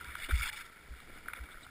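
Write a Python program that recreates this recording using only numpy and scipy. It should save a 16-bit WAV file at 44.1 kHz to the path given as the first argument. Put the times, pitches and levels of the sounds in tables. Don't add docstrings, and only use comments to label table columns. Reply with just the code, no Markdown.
import sys
import numpy as np
from scipy import signal
from scipy.fft import rfft, irfft
from scipy.io import wavfile

SR = 44100
rng = np.random.default_rng(int(sys.argv[2]) if len(sys.argv) > 2 else 0)


def nominal_scale(level):
    x = np.asarray(level, float) / 20
    return 10 ** x


def wav_out(sig):
    wavfile.write(sys.argv[1], SR, np.round(np.clip(np.atleast_2d(sig).T, -1, 1) * 32767).astype(np.int16))


N = 74970


def rms_one(x):
    return x / np.sqrt(np.mean(x ** 2) + 1e-20)


def in_time(rows):
    return np.interp(np.arange(N) / SR, *np.transpose(rows))


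def bell(s, rise_s, fall_s):
    t = np.arange(N) / SR
    return np.exp(-((t - s) / np.where(t < s, rise_s, fall_s)) ** 2 / 2)


def drift(hz):
    r = np.exp(-2 * np.pi * hz / SR)
    return rms_one(signal.lfilter([1], [1, -2 * r, r * r], rng.standard_normal(N + SR))[SR:])


def resonate(x, hz, width_hz):
    r = np.exp(-np.pi * width_hz / SR)
    poles = [1, -2 * r * np.cos(2 * np.pi * hz / SR), r * r]
    return signal.lfilter([(1 - r * r) / 2, 0, (r * r - 1) / 2], poles, x + 1e-18)


def case(x, level_db, tilt_db, widen, patch_db=0):
    # f/Hz, width/Hz, level/dB
    resonances = [(920, 33, -12.5), (1368, 173, 0), (1773, 353, -3.5), (1973, 281, -1), (2271, 186, -0.9),
                  (2885, 140, -11.5), (3323, 270, -12.5), (3643, 225, -12), (4240, 67, -16.5),
                  (5050, 790, -21.5), (5360, 25, -40)]
    out = 0
    for k, (hz, width_hz, db) in enumerate(resonances):
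        drive_db = level_db + db + tilt_db * np.log2(max(hz, 1400) / 2000)
        if patch_db:
            drive_db = drive_db + patch_db * drift(45)
        out = out + (-1) ** k * resonate(x * nominal_scale(drive_db), hz, width_hz * widen)
    return out


def grains(clump_db):
    grains_per_s, spread_db, clump_hz = 2500, 3, 136
    sizes = nominal_scale(spread_db * np.minimum(rng.exponential(1, N), 5)) * rng.choice([-1, 1], N)
    hits = sizes * (rng.random(N) < grains_per_s / SR)
    x = rms_one(hits) + 0.72 * rng.standard_normal(N)
    x = x * nominal_scale(clump_db * drift(clump_hz))
    return x / np.std(case(x, 0, 0, 1))


def slide():
    # start t/s, end t/s, start level/dB, end level/dB, brightness/dB per octave
    strokes = [(0.0, 0.172, -57.5, -51.5, 2), (0.18, 0.262, -49.5, -44, 5.5),
               (0.287, 0.319, -45, -40.5, 1.5), (0.32, 0.41, -51.5, -41, 6.5), (0.42, 0.497, -39, -42, 6),
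               (0.523, 0.622, -48, -47.5, 5.5), (0.636, 0.664, -61, -51, 5), (0.96, 1.053, -59, -61.5, 3.5),
               (1.106, 1.191, -63.5, -54, 3), (1.296, 1.326, -48, -66, -8), (1.349, 1.39, -50.5, -53.5, -7),
               (1.483, 1.55, -60, -62, -7), (1.612, 1.652, -65, -64, 11.5)]
    # t/s, level/dB
    glide = [(0.0, -52), (0.416, -51), (0.458, -52.5), (0.624, -56.5), (0.78, -59), (1.438, -56.5),
             (1.7, -59)]
    attack_s, release_s, patch_db = 0.0039, 0.0062, 2.0
    t = np.arange(N) / SR
    level_db, tilt_db = np.full(N, -120.), np.zeros(N)
    for start, end, first_db, last_db, bright_db in strokes:
        edge = np.minimum((t - start) / attack_s + 1, (end - t) / release_s + 1)
        db = np.interp(t, [start, end], [first_db, last_db])
        db = db + 20 * np.log10(np.clip(edge, 1e-6, 1))
        tilt_db = np.where(db > level_db, bright_db, tilt_db)
        level_db = np.maximum(db, level_db)
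    spray = case(grains(1.5), level_db, tilt_db, 0.88, patch_db)
    return spray + case(grains(-0.1), in_time(glide), 0, 0.83, patch_db)


def rumble():
    # f/Hz, density/dB per Hz
    spectrum = [(12, 7.5), (20, -1), (80, -26.5), (129, -15), (308, -16), (340, -19), (396, -16.5),
                (1100, -27), (1430, -106), (2420, -120)]
    # t/s, level/dB
    buffet = [(0.0, -61), (0.354, -60.5), (0.562, -64), (0.928, -62.5), (1.168, -58), (1.7, -62.5)]
    gain_db, lump_db, lump_hz = 2.5, 2.5, 45
    hz = np.maximum(np.fft.rfftfreq(N, 1 / SR), 1)
    table_hz, table_db = np.transpose(spectrum)
    shape_db = np.interp(np.log(hz), np.log(table_hz), table_db, left=-60, right=-80)
    noise = irfft(rfft(rng.standard_normal(N)) * nominal_scale(shape_db), N)
    return rms_one(noise) * nominal_scale(in_time(buffet) + gain_db + lump_db * drift(lump_hz))


def mount_shake():
    # t/s, level/dB
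    shake = [(0, -57), (.2, -59), (.55, -62.5), (.75, -76), (.87, -60.5), (1.0, -68), (1.13, -60.5),
             (1.35, -65.5), (1.5, -71), (1.58, -67), (1.66, -58)]
    mount_hz = 58.7
    tremble = resonate(resonate(rng.standard_normal(N), mount_hz, 49), mount_hz, 48)
    return nominal_scale(in_time(shake)) * rms_one(tremble)


def ticks():
    # t/s, peak level/dB, brightness/dB per octave
    tick_table = [(0.0094, -36, -21), (0.0443, -35.5, 8.5), (0.09, -38.5, -1), (0.152, -27.5, 2.5),
                  (0.3093, -24.5, -12), (0.4098, -27, -25), (0.6105, -41, -4), (0.9371, -43.5, -20),
                  (1.0006, -46, -21), (1.258, -41.5, -16), (1.279, -45, 4), (1.2836, -27.5, -12.5),
                  (1.333, -28.5, -2.5), (1.3879, -37, -16), (1.4376, -45, 8), (1.4871, -42, -10),
                  (1.5417, -41.5, -14), (1.5713, -43, -19), (1.6643, -40.5, -24), (1.6874, -52, -15)]
    tick_s, chatter_hz, size = .0016, 1420, 256
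    crackle_share, noise_share, snap_height = .12, .9, .2
    n, out = np.arange(size) / SR, np.zeros(N + SR)
    shape = n / tick_s * np.exp(-n / tick_s * 2)
    chatter = np.sin(2 * np.pi * chatter_hz * n)
    snap = snap_height * (np.arange(size) == 20)
    for s, db, bright_db in tick_table:
        crackle = noise_share * rng.standard_normal(size) + chatter
        drive = shape * crackle_share * crackle + snap
        hit = case(np.pad(drive, (0, 2048)), 0, bright_db, 2.1)
        i = int(s * SR)
        out[i:i + len(hit)] += hit / np.abs(hit).max() * nominal_scale(db)
    return signal.sosfilt(signal.butter(3, 950, "high", fs=SR, output="sos"), out[:N])


def scratches():
    # start t/s, length/s, level/dB, f/Hz, width/Hz
    scratch_table = [(.231, .0057, -50, 3600, 500), (.4, .17, -61.5, 860, 45), (.43, .077, -58, 950, 170),
                     (.44, .04, -48, 2700, 49), (.011, .107, -62.5, 975, 17), (.151, .008, -48, 1000, 150),
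                     (.175, .04, -65, 720, 150), (.24, .012, -55, 4300, 400), (1.001, .007, -52, 3410, 350),
                     (1.283, .005, -41, 1850, 500), (1.333, .005, -42, 1950, 600),
                     (1.333, .006, -50, 950, 300), (1.349, .026, -56, 3500, 210),
                     (1.352, .022, -65, 4970, 900), (1.365, .03, -61, 520, 150),
                     (1.507, .03, -60, 3500, 400), (1.535, .02, -62, 620, 200),
                     (1.628, .018, -56, 3780, 300), (1.657, .016, -61, 780, 180)]
    t, out = np.arange(N) / SR, 0
    for s, length_s, db, hz, width_hz in scratch_table:
        noise = rng.standard_normal(N)
        tone = rms_one(resonate(resonate(noise, hz, width_hz), hz, 2 * width_hz))
        swell = np.sin(np.pi * np.clip((t - s) / length_s, 0, 1)) ** .5
        out = out + nominal_scale(db) * tone * swell
    return out


def snaps():
    # peak t/s, level/dB, f/Hz
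    snap_table = [(0.053, -44, 1600), (.102, -49, 1600), (0.122, -43, 1800), (.186, -49, 4800),
                  (0.19, -42, 1700), (0.221, -46, 1500), (0.235, -44, 2200), (0.2417, -41, 3650),
                  (0.2463, -39, 2800), (0.2485, -38, 2250), (0.263, -42, 2200), (0.2644, -47, 3500),
                  (.2918, -39, 1500), (0.2976, -48, 3500), (0.2997, -47, 1450), (0.305, -44, 3550),
                  (0.308, -36, 2300), (.312, -38, 3500), (.3145, -36, 1700), (.338, -41, 2150),
                  (0.343, -37, 2150), (0.358, -40, 3450), (.362, -36, 2200), (0.3653, -40, 3500),
                  (0.3765, -38, 3500), (.3809, -46, 5150), (0.389, -44, 3550), (0.3877, -38, 2300),
                  (0.419, -42, 2200), (0.4315, -30.5, 2250), (0.4325, -47, 3550), (0.4385, -27.5, 2200),
                  (.4515, -55, 4950), (0.452, -33, 2250), (0.4593, -40, 3450), (.4595, -34.5, 1450),
                  (0.4635, -42, 1950), (.4709, -39, 3300), (0.4707, -35, 1450), (.4724, -34, 2300),
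                  (.4772, -35.5, 3400), (0.4813, -39, 2050), (0.4866, -40, 3350), (0.4897, -39.5, 5050),
                  (0.4916, -34, 1700), (0.49, -44, 2300), (.4959, -41, 3500), (0.496, -37, 2050),
                  (0.5236, -50, 3650), (.5325, -43, 2050), (0.544, -52, 2350), (1.2827, -39, 2200),
                  (1.292, -47, 1450), (1.3372, -38, 2400), (1.335, -45, 3500), (1.352, -47, 2300),
                  (1.36, -54, 1500), (1.372, -47.5, 2300), (1.393, -45, 1500)]
    rise_s, fall_s, rough_db, rough_hz = .001, .002, 2, 580
    t, out = np.arange(N) / SR, 0
    for s, db, hz in snap_table:
        ring = np.sin(2 * np.pi * hz * t + rng.uniform(0, 2 * np.pi))
        out = out + nominal_scale(db) * ring * bell(s, rise_s, fall_s)
    return out * nominal_scale(rough_db * drift(rough_hz))


def thumps():
    # biggest swing t/s, signed height (full scale 1), f/Hz, rise/s, fall/s
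    thump_table = [(0.08, .003, 58, .012, .02), (0.2985, -.006, 70, .004, .005),
                   (0.405, .005, 125, .008, .01), (0.195, .004, 65, .01, .012),
                   (0.252, -.007, 18, .02, .015), (0.312, .016, 18, .01, .012),
                   (0.3388, -.098, 63, .009, .013), (0.348, -.022, 25, .005, .006),
                   (0.364, .03, 50, .008, .012), (0.393, -.017, 45, .008, .008),
                   (0.4125, -.02, 62, .008, .012), (0.43, .007, 18, .012, .012),
                   (0.462, -.009, 20, .012, .015), (0.901, -.005, 28, .006, .008),
                   (0.914, .009, 60, .006, .03), (1.414, -.013, 58, .009, .014),
                   (1.439, .006, 55, .008, .01), (1.571, -.003, 25, .01, .012)]
    push_share, push_s = .15, .006
    t, out = np.arange(N) / SR, 0
    for s, height, hz, rise_s, fall_s in thump_table:
        swing = np.cos(2 * np.pi * hz * (t - s)) * bell(s, rise_s, fall_s)
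        out = out + height * (swing + push_share * bell(s, push_s, push_s))
    return out


def knocks():
    # t/s, peak level/dB
    knock_table = [
        (.289, -45.5),
        (0.2923, -45),
        (0.2998, -49.5),
        (1.098, -57.5),
        (1.172, -56.5),
        (1.268, -55),
        (1.377, -56.5),
    ]
    # f/Hz, width/Hz, level/dB
    body = [(252, 69, 2.5), (332.5, 83, 3), (496, 116, 0), (667, 104, 2)]
    knock_s, gain_db, push, crunch = .002, 2, .09, .25
    t, force = np.arange(N) / SR, 0
    for s, db in knock_table:
        force = force + nominal_scale(db + gain_db) * (t > s) * np.exp(-np.abs(t - s) / knock_s)
    rough = force * (push + crunch * rng.standard_normal((len(body), N)))
    drives = rough + 4.2 * np.maximum(np.diff(rough, prepend=0), 0) * 0 + 4.2 * onset(force, rough)
    out = 0
    for drive, (hz, width_hz, db) in zip(drives, body):
        out = out + nominal_scale(db + 25.0) * resonate(resonate(drive, hz, width_hz), hz, 3.7 * width_hz)
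    return out


def onset(force, rough):
    return np.maximum(np.diff(force, prepend=0), 0)


def scene():
    sliding = slide() + scratches() + snaps()
    gear = ticks() + mount_shake() + thumps() + knocks()
    return (sliding + gear + rumble())[None]


def roll_off(x):
    return signal.sosfilt(signal.butter(12, 16260, fs=SR, output="sos"), x)


def record(dry):
    self_noise_db, antialias_hz = -60, 5340
    x = dry[0] + nominal_scale(self_noise_db) * rng.standard_normal(N)
    x = signal.sosfilt(signal.butter(10, antialias_hz, fs=SR, output="sos"), x)
    sampled = signal.resample(x, N * 12000 // SR)
    held = signal.resample(np.repeat(sampled, 4), N)
    steep = signal.sosfiltfilt(signal.ellip(8, .2, 30, 15330, fs=SR, output="sos"), held)
    gentle = signal.sosfiltfilt(signal.butter(14, 15700, fs=SR, output="sos"), held)
    mix = .86 * steep + .14 * gentle
    return roll_off(mix[None])


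dry = scene()
out = record(dry)
wav_out(out)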